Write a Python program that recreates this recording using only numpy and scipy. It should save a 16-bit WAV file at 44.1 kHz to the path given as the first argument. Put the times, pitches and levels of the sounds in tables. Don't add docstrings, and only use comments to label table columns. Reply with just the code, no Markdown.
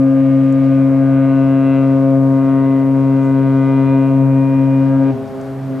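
import sys
import numpy as np
from scipy import signal
from scipy.fft import rfft, irfft
from scipy.io import wavfile

SR = 44100
rng = np.random.default_rng(int(sys.argv[2]) if len(sys.argv) > 2 else 0)


def generate_wav(sig):
    pcm = np.round(np.clip(np.atleast_2d(sig).T, -1, 1) * 32767).astype(np.int16)
    wavfile.write(sys.argv[1], SR, pcm)


def gain_from_db(level_db):
    decades = np.asarray(level_db, float) / 20
    return 10 ** decades


N = 255780
SHUT_S = 5.105


def in_time(rows):
    s, *columns = np.transpose(rows)
    return [np.interp(np.arange(N) / SR, s, column) for column in columns]


def at_hz(points, hz):
    point_hz, value = np.transpose(points)
    return np.interp(np.log(hz), np.log(point_hz), value)


def since(s):
    return np.maximum(np.arange(N) / SR - s, 0)


def drift(rate_hz):
    r = np.exp(-80 * np.pi * rate_hz / SR)
    noise = rng.standard_normal(N // 40 + 4002)
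    slow = signal.lfilter([1], [1, -2 * r, r * r], noise)[4000:]
    slow = slow / np.sqrt(np.mean(slow ** 2))
    return np.interp(np.arange(N) / 40, np.arange(len(slow)), slow)


def partial(cycles, level_db, pan_db=0., lead_rad=0.):
    side = np.array([[.5], [-.5]])
    return np.sqrt(2) * gain_from_db(level_db + pan_db * side) * np.cos(2 * np.pi * cycles + lead_rad * side)


def shimmer(multiple, slow_db, fast_db, wander_cycles):
    depth = np.sqrt(min(multiple, 12) / 6)
    fade_db = depth * (slow_db * drift(1.2) + fast_db * drift(6.2))
    shift = depth * wander_cycles * (drift(0.73) + 0.27 * drift(13.0))
    return fade_db, shift


# f/Hz, density/(dB per Hz)
HARBOUR = [(20, -75), (50, -81), (80, -68), (200, -63.5), (320, -67), (470, -67), (640, -66.5), (900, -73),
           (1500, -76.5), (2300, -83.5), (3500, -92), (5500, -99), (9000, -108), (15000, -116)]
# f/Hz, width/Hz, level/dB
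HARBOUR_PEAKS = [(553.5, 19, 10.5), (738, 19, 3.5), (1004, 18, 5)]
# f/Hz, likeness/1
LIKENESS = [(60, 0.61), (300, 0.51), (1400, .9), (3000, 0.89), (4500, .56), (7000, 0.9), (10000, 0.9)]
# f/Hz, rms level/dB
GENERATOR = [(62, -61.5), (68, -61), (75, -59), (86.1, -56), (112.2, -47.5), (162.1, -58.5), (199.7, -54),
             (246.6, -49.5)]


def harbour():
    hz = np.maximum(np.fft.rfftfreq(N, 1 / SR), 10)
    shape_db = at_hz(HARBOUR, hz)
    for centre_hz, width_hz, db in HARBOUR_PEAKS:
        shape_db = shape_db + db / (1 + (2 * (hz - centre_hz) / width_hz) ** 2)
    alike = np.clip(at_hz(LIKENESS, hz), 0, 1)
    mid, side = rfft(rng.standard_normal((2, N))) * gain_from_db(shape_db) * np.sqrt(SR / 2)
    pair = np.sqrt((1 + alike) / 2) * mid + np.sqrt((1 - alike) / 2) * side * [[1], [-1]]
    octave = np.log2(hz / 40)
    noise = 0
    for k in range(-2, 10):
        band = irfft(pair * np.clip(1 - abs(octave - k), 0, 1), N)
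        noise = noise + band * gain_from_db(1.3 * drift(1.4) + .9 * drift(7.))
    lines = 0
    for line_hz, db in GENERATOR:
        cycles = line_hz * np.arange(N) / SR + 0.08 * drift(0.39)
        lines = lines + partial(cycles, db + 0.8 * drift(4.4), 5.3)
    return gain_from_db(.7) * (noise * gain_from_db([[.6], [-.6]]) + lines)


# t/s, level/dB, f/Hz, rise/s, t60/s
TICKS = [
    (.524, -57, 4800, .001, 0.021),
    (.525, -50, 7200, .001, 0.013),
    (3.179, -64.5, 7500, .08, .25),
    (5.26, -62, 5600, .02, .1),
    (.077, -57, 5600, .001, .02),
    (.64, -55, 5200, .002, 0.028),
    (1.39, -61.5, 6000, .002, .03),
    (5.412, -48, 7300, .001, 0.018),
    (5.412, -55, 5000, .001, .015),
]


def ticks():
    out, t = np.zeros(N), np.arange(SR // 4) / SR
    for s, level_db, hz, rise_s, t60_s in TICKS:
        band = signal.butter(2, [hz * 0.81, hz * 1.12], "band", fs=SR, output="sos")
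        fall_db = 60 * np.maximum(t - rise_s, 0) / t60_s
        shape = np.minimum(t / rise_s, 1) * gain_from_db(level_db + 12.5 - fall_db)
        start = round(s * SR)
        out[start:start + len(t)] += signal.sosfilt(band, rng.standard_normal(len(t))) * shape
    return out


def arrival(s, rise_s, fade_db_per_s):
    return np.minimum(since(s) / rise_s, 1) ** 2 * gain_from_db(-fade_db_per_s * since(s + rise_s))


# t/s, rise/s, fade/(dB per s), fundamental level/dB, octave level/dB
SHORES = [
    (5.12, .1, 58, -29, -28.5),
    (5.419, 0.079, 8.5, -34.5, -28),
]
# multiple/1, level/dB
ECHO_UPPER = [(3, 4.5), (4, -14.5), (5, -14), (6, -11), (7, -17), (8, -18.5), (9, -25), (10, -26),
              (11, -23.5)]


def echo():
    cycles = 134.4 * (np.arange(N) / SR - 5.6) - .2
    out = arrival(5.48, 0.18, 14.5) * partial(cycles, -27.5, -.3)
    for s, rise_s, fade_db_per_s, first_db, second_db in SHORES:
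        pair = partial(cycles, first_db, -.3) + partial(2 * cycles + .21, second_db, -.3)
        out = out + arrival(s, rise_s, fade_db_per_s) * pair
    bright = arrival(5.03, 0.035, 18)
    for k, level_db in ECHO_UPPER:
        fade_db, shift = shimmer(k, 1.2, 3.2, .16)
        out = out + bright * partial(k * cycles + 0.89 + shift, -31 + level_db + fade_db, 0.19)
    return out


# t/s, f/Hz
FAR_PITCH = [(0.0, 131.74), (0.8, 132.19), (1.6, 132.17), (2.4, 132.42), (3.2, 132.51), (4.0, 132.42),
             (4.8, 132.46), (5.8, 132.63)]
# t/s, level/dB
FAR_SWELL = [(0, -5.5), (.5, -9.5), (1.1, -4), (1.9, -12), (2.7, -5), (3.5, 1), (4.3, 2.5), (5.4, 3),
             (5.62, -12), (5.72, 6), (5.8, 8)]
# offset/dB, share of swell/1
FAR_FOLLOWS = [
    (-2.5, 0.058),
    (0.1, 1.2),
    (-2, 0.24),
]
# multiple/1, rms level/dB, left-right level/dB, left lead/rad
FAR_OVERTONES = [(1, -33.5, 0.4, -0.87), (2, -32.5, 0.2, 0.97), (3, -44.5, -7, 0.032), (4, -37, -1, -0.65),
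                 (5, -37, 1.5, -0.12), (6, -55.5, -2, -0.88), (7, -57.5, 3, 0.036), (8, -60, 3.5, 0.69),
                 (9, -56.5, 0.6, 0.043)]


def far_horn():
    cycles = .44 + np.cumsum(in_time(FAR_PITCH)[0]) / SR
    path_db = in_time(FAR_SWELL)[0]
    swell_db = [offset_db + share * path_db for offset_db, share in FAR_FOLLOWS]
    out = 0
    for k, level_db, pan_db, lead_rad in FAR_OVERTONES:
        fade_db, shift = shimmer(k, 1.1, .8, .03)
        flare = .19 + .65 * max(k - 2.85, 0)
        total_db = level_db + swell_db[min(round(k), 3) - 1] + fade_db
        out = out + partial(k * cycles + flare + shift, total_db, pan_db, lead_rad)
    return out


# t/s, f/Hz
PITCH = [(0.0, 134.49), (0.4, 134.61), (0.8, 134.83), (1.3, 134.85), (1.8, 134.91), (2.4, 134.81),
         (3.0, 134.97), (3.6, 134.77), (4.1, 135.01), (4.6, 134.85), (5.08, 134.98)]


def diaphragm():
    sag_hz = 40 * (1 - np.exp(-since(SHUT_S) / 0.146))
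    return np.cumsum(in_time(PITCH)[0] - sag_hz) / SR


# t/s, level/dB, clarity/dB
AIR_PATH = [(0.0, -1.5, -6), (0.25, 1, -1), (1.0, 2.5, -1.5), (1.25, 3, 3), (1.5, 1, 1.5), (1.75, 1.2, 5.5),
            (2.0, 2.2, -4), (2.25, 3.1, -12.5), (2.5, 0.3, 0.5), (2.75, -1, -4), (3.0, 1.7, -5.5),
            (3.3, 1.5, -0.5), (3.75, 2.5, 5), (4.0, 0.5, 3), (4.25, 4.5, -3.5), (4.5, 0.5, 0.4),
            (4.95, 0.5, 0), (5.08, -4, 3)]
# delay/s, sudden drop/dB, time constant/s, fade/(dB per s)
RELEASE = [
    (.035, 13, .02, 23),
    (.002, 19, 0.038, 49),
    (0.00077, 33, 0.033, 77.5),
    (.001, 35, .04, 94),
]


def registers():
    level_db, clarity_db = in_time(AIR_PATH)
    held = [level_db, -0.13 * level_db, 0.092 * clarity_db, clarity_db]
    stall_db = 394 * since(SHUT_S + 0.17)
    out = []
    for db, (lag_s, drop_db, tau_s, fade_db_per_s) in zip(held, RELEASE):
        after = since(SHUT_S + lag_s)
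        out.append(db - drop_db * (1 - np.exp(-after / tau_s)) - fade_db_per_s * after - stall_db)
    return out


def air_rasp():
    gate = 0.37 + (.5 + .5 * np.cos(2 * np.pi * diaphragm())) ** 3
    band = signal.butter(2, [1000, 2600], "band", fs=SR, output="sos")
    noise = signal.sosfilt(band, rng.standard_normal(N))
    return gain_from_db(-46 + 0.7 * registers()[3]) * gate * noise * gain_from_db([[1.1], [-1.1]])


# t/s, half-length/s, overtone/1, spread/overtones, level/dB
EDDIES = [(.4, .25, 11.5, 1.3, -3), (.55, .35, 4.9, .9, -4), (.95, 0.12, 3, .6, 4),
          (1.599, .35, 19.5, 1.4, 4.5), (1.85, .2, 3.4, 0.53, 3.5), (2.1, .17, 4, 1, 5),
          (2.199, .3, 17, .8, 6), (2.302, .35, 26, 1.7, 9), (2.548, 0.17, 8.5, 1.8, 5),
          (2.694, .25, 14, .7, 8), (3.098, 0.34, 5, 0.54, -5), (3.6, .25, 20, 1.3, -12.5),
          (3.75, .3, 9, .6, 3.5), (3.947, 0.1, 4, 1.7, 2.5), (4.2, .45, 18.5, 1.1, 3.5),
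          (4.974, .17, 10, 0.45, 13), (5.009, .15, 4.96, 1.1, 9), (5.02, .12, 19, 2.5, -8.5)]


def eddies(multiple):
    t, out = np.arange(N) / SR, 0
    for s, half_s, k, spread, db in EDDIES:
        out = out + db * np.exp(-((t - s) / half_s) ** 2 - ((multiple - k) / spread) ** 2)
    return out


# rms level/dB, slide/dB and bend/dB over half the blast
OVERTONES = [(-19.5, 1.5, 1.5), (-13, -1, 0.4), (-29, 6, -16.5), (-27.5, -2.5, 0.7), (-30, -4.5, -12.5),
             (-48.5, 3, -2), (-35.5, 10.1, -11), (-40, 0.2, -9), (-41.5, -2.5, -1.5), (-47, -1, -13),
             (-43.5, -0.2, -7.5), (-51.5, 0.2, 1.8), (-61.5, -0.8, 3.5), (-59.5, 0, 6), (-49, 3.5, -9.5),
             (-56.5, -4.5, -1.5), (-61, -0.5, 7), (-54, 4.5, 2), (-64, -5, 0), (-58.5, -0.1, -3.5),
             (-62.5, 0.3, 3)]
# left-right level/dB, left lead/rad
BEARINGS = [(3, .05), (3.1, -.33), (2.6, .6), (1.8, -.35), (1.4, -.35), (4, -.4), (1.3, .65), (1.4, -.4),
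            (1.2, .2), (2.4, -.4), (3.3, -.3), (.7, -.4), (1.7, .3), (-2.5, .1), (2.7, -.1), (.8, 0),
            (4.2, .1), (2.1, -.2), (5.5, -.1), (1.7, -.7), (.4, -.3), (-2.5, -.7), (-4, -.2), (-1, -.3),
            (-3, .3), (2, -.2), (-3, .2), (5.5, .1), (-.5, 0), (3.5, 0)]
# multiple/1, rms level/dB
HALF_LINES = [(1.5, -56), (2.5, -51), (3.5, -43.5), (4.5, -58), (5.5, -62.5), (7.5, -58)]


def near_horn():
    cycles = .15 + diaphragm()
    first_db, second_db, middle_db, high_db = registers()
    slide = np.clip((np.arange(N) / SR - 2.6) / 2.5, -1, 1)
    top = [(-69 - k, -1.5, 0) for k in range(9)]
    out = 0
    rows = zip([*OVERTONES, *top], BEARINGS)
    for k, ((level_db, slide_db, bend_db), (pan_db, lead_rad)) in enumerate(rows, 1):
        group = np.searchsorted([1.5, 2.5, 9.5], k)
        path_db = [first_db, second_db, middle_db, high_db * (k / 17) ** 0.99][group]
        path_db = path_db + slide_db * slide + bend_db * slide ** 2 + eddies(k)
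        slow_db, fast_db = [.2, .2, .8, 1.1][group], [.4, .4, 1.1, 1.3][group]
        fade_db, shift = shimmer(k, slow_db, fast_db, [.015, .015, .035, .035][group])
        flare = .5 + .32 * max(k - 2, 0)
        out = out + partial(k * cycles + flare + shift, level_db + path_db + fade_db, pan_db, lead_rad)
    for k, level_db in HALF_LINES:
        fade_db, shift = shimmer(k, 1.8, 1.5, .12)
        out = out + partial(k * cycles + shift, level_db + second_db + fade_db, 0.48)
    return out


def scene():
    return harbour() + ticks() + echo() + far_horn() + air_rasp() + near_horn()


def top_cut(x):
    return signal.sosfilt(signal.butter(12, 15200, fs=SR, output="sos"), x)


def record(dry):
    common, left, right = rng.standard_normal((3, N))
    duck_db = 0.11 * in_time(AIR_PATH)[1]
    recover_db = 2 * np.minimum(since(SHUT_S) / .2, 1)
    hiss = gain_from_db(-60 + 1.2 - duck_db + recover_db) * (common + .12 * np.array([left, right]))
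    whine = partial(8393 * np.arange(N) / SR, -79)
    cut = signal.cheby2(16, 60, 14600, fs=SR, output="sos")
    mix = signal.sosfilt(cut, dry + hiss + whine)
    return top_cut(mix)


dry = scene()
out = record(dry)
generate_wav(out)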